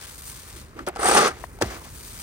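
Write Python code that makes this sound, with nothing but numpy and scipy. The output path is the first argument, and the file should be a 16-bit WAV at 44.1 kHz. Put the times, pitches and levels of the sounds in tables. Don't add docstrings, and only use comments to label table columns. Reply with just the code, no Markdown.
import sys
import numpy as np
from scipy import signal
from scipy.fft import rfft, irfft, next_fast_len
from scipy.io import wavfile
from scipy.ndimage import uniform_filter1d, map_coordinates

SR = 44100
rng = np.random.default_rng(int(sys.argv[2]) if len(sys.argv) > 2 else 0)


def store_wav(level_fs):
    pcm = np.round(np.clip(np.atleast_2d(level_fs), -1, 1) * 32767)
    wavfile.write(sys.argv[1], SR, pcm.T.astype(np.int16))


def gain_from_db(level_db):
    decades = np.asarray(level_db, float) / 20
    return 10 ** decades


N = 98122
T = np.arange(N) / SR


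def unit(x):
    return x / np.sqrt(np.mean(x ** 2) + 1e-20)


def along(points, hz):
    f, v = np.transpose(points)
    return np.interp(np.log(hz + 1), np.log(f + 1), v)


def wobble(knots_per_s):
    return map_coordinates(rng.standard_normal(2000), [T * knots_per_s], mode="wrap")


def noise():
    return rng.standard_normal((2, N))


def filtered(x, response):
    m = next_fast_len(N + SR // 2)
    return irfft(rfft(x, m) * response(np.fft.rfftfreq(m, 1 / SR)), m)[..., :N]


def body(peaks):
    def response(f):
        total = 0
        for k, (c, w, db) in enumerate(peaks):
            total = total + (-1) ** k * gain_from_db(db) * 1j * f * w / (c * c - f * f + 1j * f * w)
        return total
    return response


def colour(points):
    return lambda hz: gain_from_db(along(points, hz))


def grains(spread_db, life_s):
    size = gain_from_db(spread_db * rng.exponential(size=N)) * (rng.random(N) < .03)
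    power = signal.lfilter([1], [1, -np.exp(-1 / (life_s * SR))], size ** 2)
    return unit(np.sqrt(power) * noise())


# t/s, pressure/dB, husk crackle over pressure/dB
STROKE_PRESSURE = [
    (0.977, -46.5, -14),
    (0.997, -32, -10.5),
    (1.06, -24, -5.5),
    (1.1, -20.5, -6.5),
    (1.189, -16, -10.5),
    (1.223, -20, -17),
    (1.273, -21.5, -23),
    (1.292, -26.5, -16.5),
    (1.345, -49.5, -34),
]
SLIPS = [1.086, 1.112]
# f/Hz, width/Hz, level/dB
BLADE_MODES = [(211.6, 49, -6), (398, 45, 3), (479, 130, -1), (634, 154, -4.5), (800, 67, 0.5),
               (1194, 162, -0.5), (1332, 200, -2.5), (1564, 96, -4), (1940, 600, -14)]
# f/Hz, level/dB per Hz
GRIT_SPECTRUM = [(1200, -10), (2000, -3.5), (3700, -3.5), (6400, -2.5), (7500, -10), (10200, -15.5),
                 (12500, -25), (16000, -25)]
# f/Hz, level/dB per Hz
CRACKLE_SPECTRUM = [(5000, -34), (7000, -59), (7900, 4.5), (9500, 5), (10300, -4), (11800, -10.5),
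                    (15000, -13), (16000, -23)]
STICK_S, STICK_DB = .012, -8
GRIT_GROWTH = 1.26


def scrape():
    s, press_db, bright_db = np.transpose(STROKE_PRESSURE)
    press_db = np.interp(T, s, press_db, -120, -120) + 1.2 * wobble(45)
    bright_db = np.interp(T, s, bright_db)
    stick_db = 0
    for slip_s in SLIPS:
        stuck = np.clip(1 - (slip_s - T) / STICK_S, 0, 1) ** .5 * (T < slip_s)
        stick_db = stick_db + STICK_DB * stuck
    blade_db = press_db + stick_db - 0.5
    grit_db = 0.097 * stick_db + GRIT_GROWTH * (press_db + 18.5) - 26.5
    crackle_db = press_db + bright_db + 0.92 * wobble(120)
    blade = gain_from_db(blade_db) * unit(filtered(grains(0.34, 0.0035), body(BLADE_MODES)))
    grit = gain_from_db(grit_db) * unit(filtered(grains(0.56, 0.0021), colour(GRIT_SPECTRUM)))
    crackle = gain_from_db(crackle_db) * unit(filtered(grains(2.9, 0.00097), colour(CRACKLE_SPECTRUM)))
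    return blade + grit + crackle


PATCHY_ABOVE_HZ, GONE_SHARE = 11700, .4


def patchy(x):
    hz, _, z = signal.stft(x, SR, nperseg=1024)
    field = uniform_filter1d(rng.standard_normal(z.shape[1:]), size=16, axis=0)
    field = uniform_filter1d(field, size=4, axis=1)
    gone = (field < np.quantile(field, GONE_SHARE)) & (hz[:, None] > PATCHY_ABOVE_HZ)
    return signal.istft(z * ~gone, SR, nperseg=1024)[1][:, :N]


# f/Hz, level/dB, t60/s
STRUCK_MODES = [(230, -8, .06), (360, 0, .08), (450, -3, .05), (610, -3, .05), (710, -1, .06),
                (800, 0, .06), (1000, -7, .035), (1190, -2, .045), (1310, -2, .05), (1480, -2, .04),
                (1670, -4, .04), (1950, -6, .04), (2400, -8, .03), (3000, -12, .02)]
# f/Hz, level/dB per Hz
RUSTLE_SPECTRUM = [(170, -10.5), (310, -0.5), (600, -6), (1200, -8.5), (2200, -13), (3500, -23),
                   (9000, -33)]
FOCUS_DB_PER_OCTAVE, RISE_S = 24, .0006
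CRACK_T60_S, SCUFF_DB, SCUFF_T60_S = .018, -17, .055


def contacts(events, ring_share):
    ring, crack, scuff = np.zeros((2, N + SR)), np.zeros(N), np.zeros(N)
    t = np.arange(SR // 8) / SR
    hz, level_db, t60 = np.transpose(STRUCK_MODES)[..., None]
    life = t60 * ring_share
    chance = rng.random((len(events), 2, 2, len(STRUCK_MODES), 1))
    for (s, db, bright_db, pitch_hz), (size, turn) in zip(events, chance):
        focus_db = FOCUS_DB_PER_OCTAVE * abs(np.log2(hz / pitch_hz))
        near_db = db + level_db - focus_db + 3 * (size - .5)
        phase = 2 * np.pi * (hz * (.97 + 0.06 * size) * t + .2 * turn)
        modes = gain_from_db(near_db - 60 * t / life) * np.sin(phase)
        ring[:, round(s * SR):][:, :len(t)] += modes.sum(axis=1) * (1 - np.exp(-t / RISE_S))
        age = np.maximum(T - s, 0)
        crack += (T >= s) * gain_from_db(db + bright_db - 60 * age / CRACK_T60_S)
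        scuff += (T >= s) * gain_from_db(db + SCUFF_DB - 60 * age / SCUFF_T60_S)
    ring = filtered(ring[:, :N], lambda f: 1 / np.sqrt(1 + (230 / (f + 1)) ** 6))
    grit_and_husk = lambda f: colour(GRIT_SPECTRUM)(f) + gain_from_db(-13.5) * colour(CRACKLE_SPECTRUM)(f)
    bright = unit(filtered(noise(), grit_and_husk))
    rustle = unit(filtered(grains(1.0, 0.00093), colour(RUSTLE_SPECTRUM)))
    return ring + crack * bright + scuff * rustle


# t/s, level/dB, brightness/dB, f/Hz
BLADE_KNOCKS = [(0.791, -29, -17, 1210), (0.792, -34, -17, 2000), (0.793, -40, -28, 350),
                (0.805, -36, -15, 1300), (0.811, -45, -25, 350), (0.866, -36, 3, 2400),
                (0.87, -29, -12, 800), (0.873, -18, -21, 640), (0.8745, -24, -22, 365),
                (0.8775, -22, -12, 1480), (0.882, -23, -22, 720), (0.885, -26, -22, 360),
                (0.894, -27, -20, 740), (0.954, -40, -3, 1500), (0.9605, -27, -12, 800),
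                (0.961, -31, -12, 1480), (0.968, -27, -18, 460), (0.969, -30, -16, 1300),
                (0.9935, -21, -26, 454), (0.994, -24, -26, 800), (0.995, -27, -33, 1300),
                (1.019, -19.5, -28, 684), (1.031, -17, -10.5, 1310), (1.055, -14, -33, 785),
                (1.063, -18.5, -23, 1250), (1.078, -15.5, -19, 1230), (1.086, -12, -22, 800),
                (1.092, -14, -25, 450), (1.112, -11.5, -22, 795), (1.116, -16, -25, 1200),
                (1.122, -16, -25, 450), (1.143, -14, -20, 820), (1.152, -13, -25, 760),
                (1.163, -12, -25, 800), (1.168, -13, -25, 1310), (1.178, -14, -20, 1250),
                (1.188, -12, -20, 1310), (1.197, -14, -25, 1310), (1.203, -14, -25, 450),
                (1.232, -16.5, -27, 600), (1.248, -21, -25, 1220), (1.262, -14.5, -25, 463),
                (1.272, -22, -21, 1240), (1.287, -22.5, -25, 440)]


def knocks():
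    return contacts(BLADE_KNOCKS, ring_share=.85)


# from t/s, to t/s, f/Hz, width/Hz, level/dB
EDGE_SKIDS = [
    (0.722, 0.851, 1240, 600, -55),
    (0.755, 0.848, 312, 161, -44.5),
    (1.695, 1.801, 1190, 700, -48.5),
    (1.79, 1.896, 1046, 450, -50),
]


def skids():
    out = 0
    for start, end, hz, width_hz, db in EDGE_SKIDS:
        swell = abs(np.sin(np.pi * np.clip((T - start) / (end - start), 0, 1))) ** .6
        level = gain_from_db(db + 3 * wobble(50))
        tone = filtered(noise(), lambda f: body([(hz, width_hz, 0)])(f) ** 2)
        out = out + level * swell * unit(tone)
    return out


# t/s, level/dB
HUSK_SNAPS = [
    (0.8862, -26),
    (1.077, -25),
    (1.0878, -15.5),
    (1.2789, -23.5),
    (1.622, -33),
]


def snaps():
    snap = sum((T >= s) * gain_from_db(db - 60 * np.maximum(T - s, 0) / 0.012) for s, db in HUSK_SNAPS)
    return snap * unit(filtered(noise(), colour(CRACKLE_SPECTRUM)))


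# start t/s, length/s, level/dB, brightness/dB
LIGHT_DRAGS = [
    (0.763, 0.082, -49, -11.5),
    (0.9, 0.11, -49, -18),
    (1.284, 0.19, -47, -10.5),
    (1.608, 0.17, -40.5, -6.5),
    (1.837, 0.066, -52, 0.5),
    (1.703, 0.14, -47.5, -8.5),
]


def drags():
    low, high = np.zeros((2, N))
    for start, length, db, bright_db in LIGHT_DRAGS:
        progress = np.clip((T - start) / length, 0, 1)
        swell = gain_from_db(db) * abs(np.sin(np.pi * progress ** 0.48)) ** 0.43
        low, high = low + swell, high + swell * gain_from_db(bright_db)
    rustle = unit(filtered(grains(0.84, 0.0034), colour(RUSTLE_SPECTRUM)))
    grit = unit(filtered(grains(0.56, 0.0049), colour(GRIT_SPECTRUM)))
    return low * rustle + high * grit


# t/s, level/dB, brightness/dB, f/Hz
SOLE_CONTACTS = [
    (1.588, -37, -12, 700),
    (1.61, -36, -5, 900),
    (1.6137, -11, -16, 610),
    (1.617, -17, -20, 450),
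    (1.621, -13, -9, 1670),
    (1.6235, -9.5, -17, 385),
    (1.631, -27, -12, 1000),
    (1.644, -23, -22, 680),
    (1.745, -42, -5, 350),
    (1.995, -49, -11, 230),
]


def sole():
    return contacts(SOLE_CONTACTS, ring_share=.5)


# t/s, level/dB, first f/Hz, last f/Hz, t60/s
BOOT_PUSHES = [
    (.56, -35, 420, 170, .06),
    (.572, -40, 110, 80, .1),
    (1.623, -21, 260, 180, .04),
    (1.633, -19, 120, 85, .09),
    (1.654, -26, 225, 200, .07),
    (1.655, -27, 75, 55, .25),
]


def boot_thuds():
    out = 0
    for s, db, first_hz, last_hz, t60 in BOOT_PUSHES:
        age = np.maximum(T - s, 0)
        sink = (first_hz - last_hz) * .02 * (1 - np.exp(-age / .02))
        phase = 2 * np.pi * (last_hz * age + sink)
        out = out + gain_from_db(db - 60 * age / t60) * (1 - np.exp(-age / .003)) * np.sin(phase)
    return out


# t/s, level/dB, left over right/dB
LEFT_TAP = (1.4395, -23, 11)
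# f/Hz, level/dB, t60/s
TAP_RING = [(725, 4.5, 0.013), (950, 10, 0.009), (1850, 1.5, 0.011)]


def tap():
    s, level_db, left_db = LEFT_TAP
    age = np.maximum(T - s, 0)
    ring = sum(gain_from_db(db - 60 * age / t60) * np.sin(2 * np.pi * hz * age) for hz, db, t60 in TAP_RING)
    mono = gain_from_db(level_db) * (1 - np.exp(-age / 0.0013)) * ring
    return mono * gain_from_db([[left_db / 2], [-left_db / 2]])


# t/s, flow/dB, whole grains over chaff/dB
FEED_FLOW = [(0, -46, 3.5), (.04, -43.5, 3), (.16, -45, -5), (.24, -43, -4), (.29, -37.5, -6.5),
             (.33, -45.5, -1), (.58, -48.5, 1.5), (.72, -67.5, 5), (.8, -60, 0), (.85, -67.5, 6),
             (.94, -71, 3), (1.33, -59, 1), (1.44, -50, -1), (1.48, -56, -4), (1.6, -58, -3),
             (1.66, -48, 0), (1.8, -50, -3.5), (1.96, -46, -4), (2.22, -41.5, -2)]
# f/Hz, level/dB per Hz
HUSK_SPECTRUM = [(300, -34), (1000, -5), (3000, -8), (4500, -6.5), (7400, -7), (9000, -3), (10400, -8),
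                 (15500, -11.5)]
COARSE_HZ = 6000


def trickle():
    s, flow_db, coarse_db = np.transpose(FEED_FLOW)
    patter = unit(filtered(grains(.8, .001), colour(HUSK_SPECTRUM)))
    coarse = filtered(patter, lambda f: 1 / (1 + (f / COARSE_HZ) ** 4))
    mixed = patter + (gain_from_db(np.interp(T, s, coarse_db)) - 1) * coarse
    return gain_from_db(np.interp(T, s, flow_db) + 1 + .7 * wobble(14) + .6 * wobble(60)) * mixed


# f/Hz, level/dB per Hz
MACHINE_SPECTRUM = [(12, -57), (20, -36), (35, 1.5), (65, 4), (161, -8), (372, -17.5), (500, -21.5),
                    (650, -27), (1100, -120)]
# t/s, level/dB
MACHINE_SWELL = [(0, -3), (.4, -1), (.55, 1.5), (1.2, 0.5), (1.5, 2.5), (2.2, 1.5)]
MACHINE_DB = -46.5


def rumble():
    level_db = MACHINE_DB + np.interp(T, *np.transpose(MACHINE_SWELL)) + 1.2 * wobble(9.82)
    return gain_from_db(level_db) * unit(filtered(noise(), colour(MACHINE_SPECTRUM)))


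# f/Hz, level/dB per Hz
AIR_SPECTRUM = [(150, -11.5), (400, -2.5), (700, -8.5), (1300, -8), (2200, -13), (4000, -35.5), (9000, -38)]
AIR_DB = -55


def yard_air():
    return gain_from_db(AIR_DB + wobble(11.6)) * unit(filtered(noise(), colour(AIR_SPECTRUM)))


# f/Hz, side over mid/dB
SIDE_LEVEL = [(40, -15), (150, -10), (500, -6.5), (1200, -1.5), (2800, 0), (6000, -.5), (10000, 1),
              (15000, -2)]
# f/Hz, share of side that follows mid
SIDE_TIED = [(60, .9), (400, .92), (1000, .75), (2500, .55), (4000, .75), (6500, .75), (9000, .55),
             (14000, .6)]
# f/Hz, phase of that share/rad
SIDE_PHASE = [(60, -1.3), (250, -1.9), (600, -2.4), (1200, -1.4), (2500, -1.45), (3500, -.45), (6500, -.45),
              (8500, -1.5)]
# f/Hz, width/Hz, depth/dB
MID_NOTCHES = [(7600, 100, -10), (5400, 90, -5), (11050, 640, -34)]
# f/Hz, width/Hz, depth/dB
SIDE_NOTCHES = [(7700, 100, -12), (5600, 90, -4), (13400, 1150, -45)]


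def ports(pair, count):
    def dips(rows, hz):
        return gain_from_db(sum(db * np.exp(-((hz - c) / w) ** 4) for c, w, db in rows[:count]))

    def side_response(hz):
        share = np.clip(along(SIDE_TIED, hz), 0, 1)
        mix = np.array([share * np.exp(1j * along(SIDE_PHASE, hz)), np.sqrt(1 - share ** 2)])
        return mix * gain_from_db(along(SIDE_LEVEL, hz)) * dips(SIDE_NOTCHES, hz)

    side = filtered(pair, side_response).sum(axis=0)
    mid = filtered(pair[0], lambda hz: dips(MID_NOTCHES, hz))
    return np.array([mid + side, mid - side])


def scene():
    stroke = patchy(scrape()) + knocks() + drags()
    around = sole() + trickle() + rumble() + yard_air()
    return ports(stroke + around, count=3) + ports(snaps() + skids(), count=2) + boot_thuds() + tap()


def low_pass(x):
    return signal.sosfilt(signal.butter(12, 16320, fs=SR, output="sos"), x)


TOP_HZ, LOW_CUT_HZ = 15850, 38


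def record(dry):
    mix = filtered(dry, lambda hz: (hz < TOP_HZ) / np.sqrt(1 + (LOW_CUT_HZ / (hz + 1)) ** 8))
    return low_pass(mix)


dry = scene()
out = record(dry)
store_wav(out)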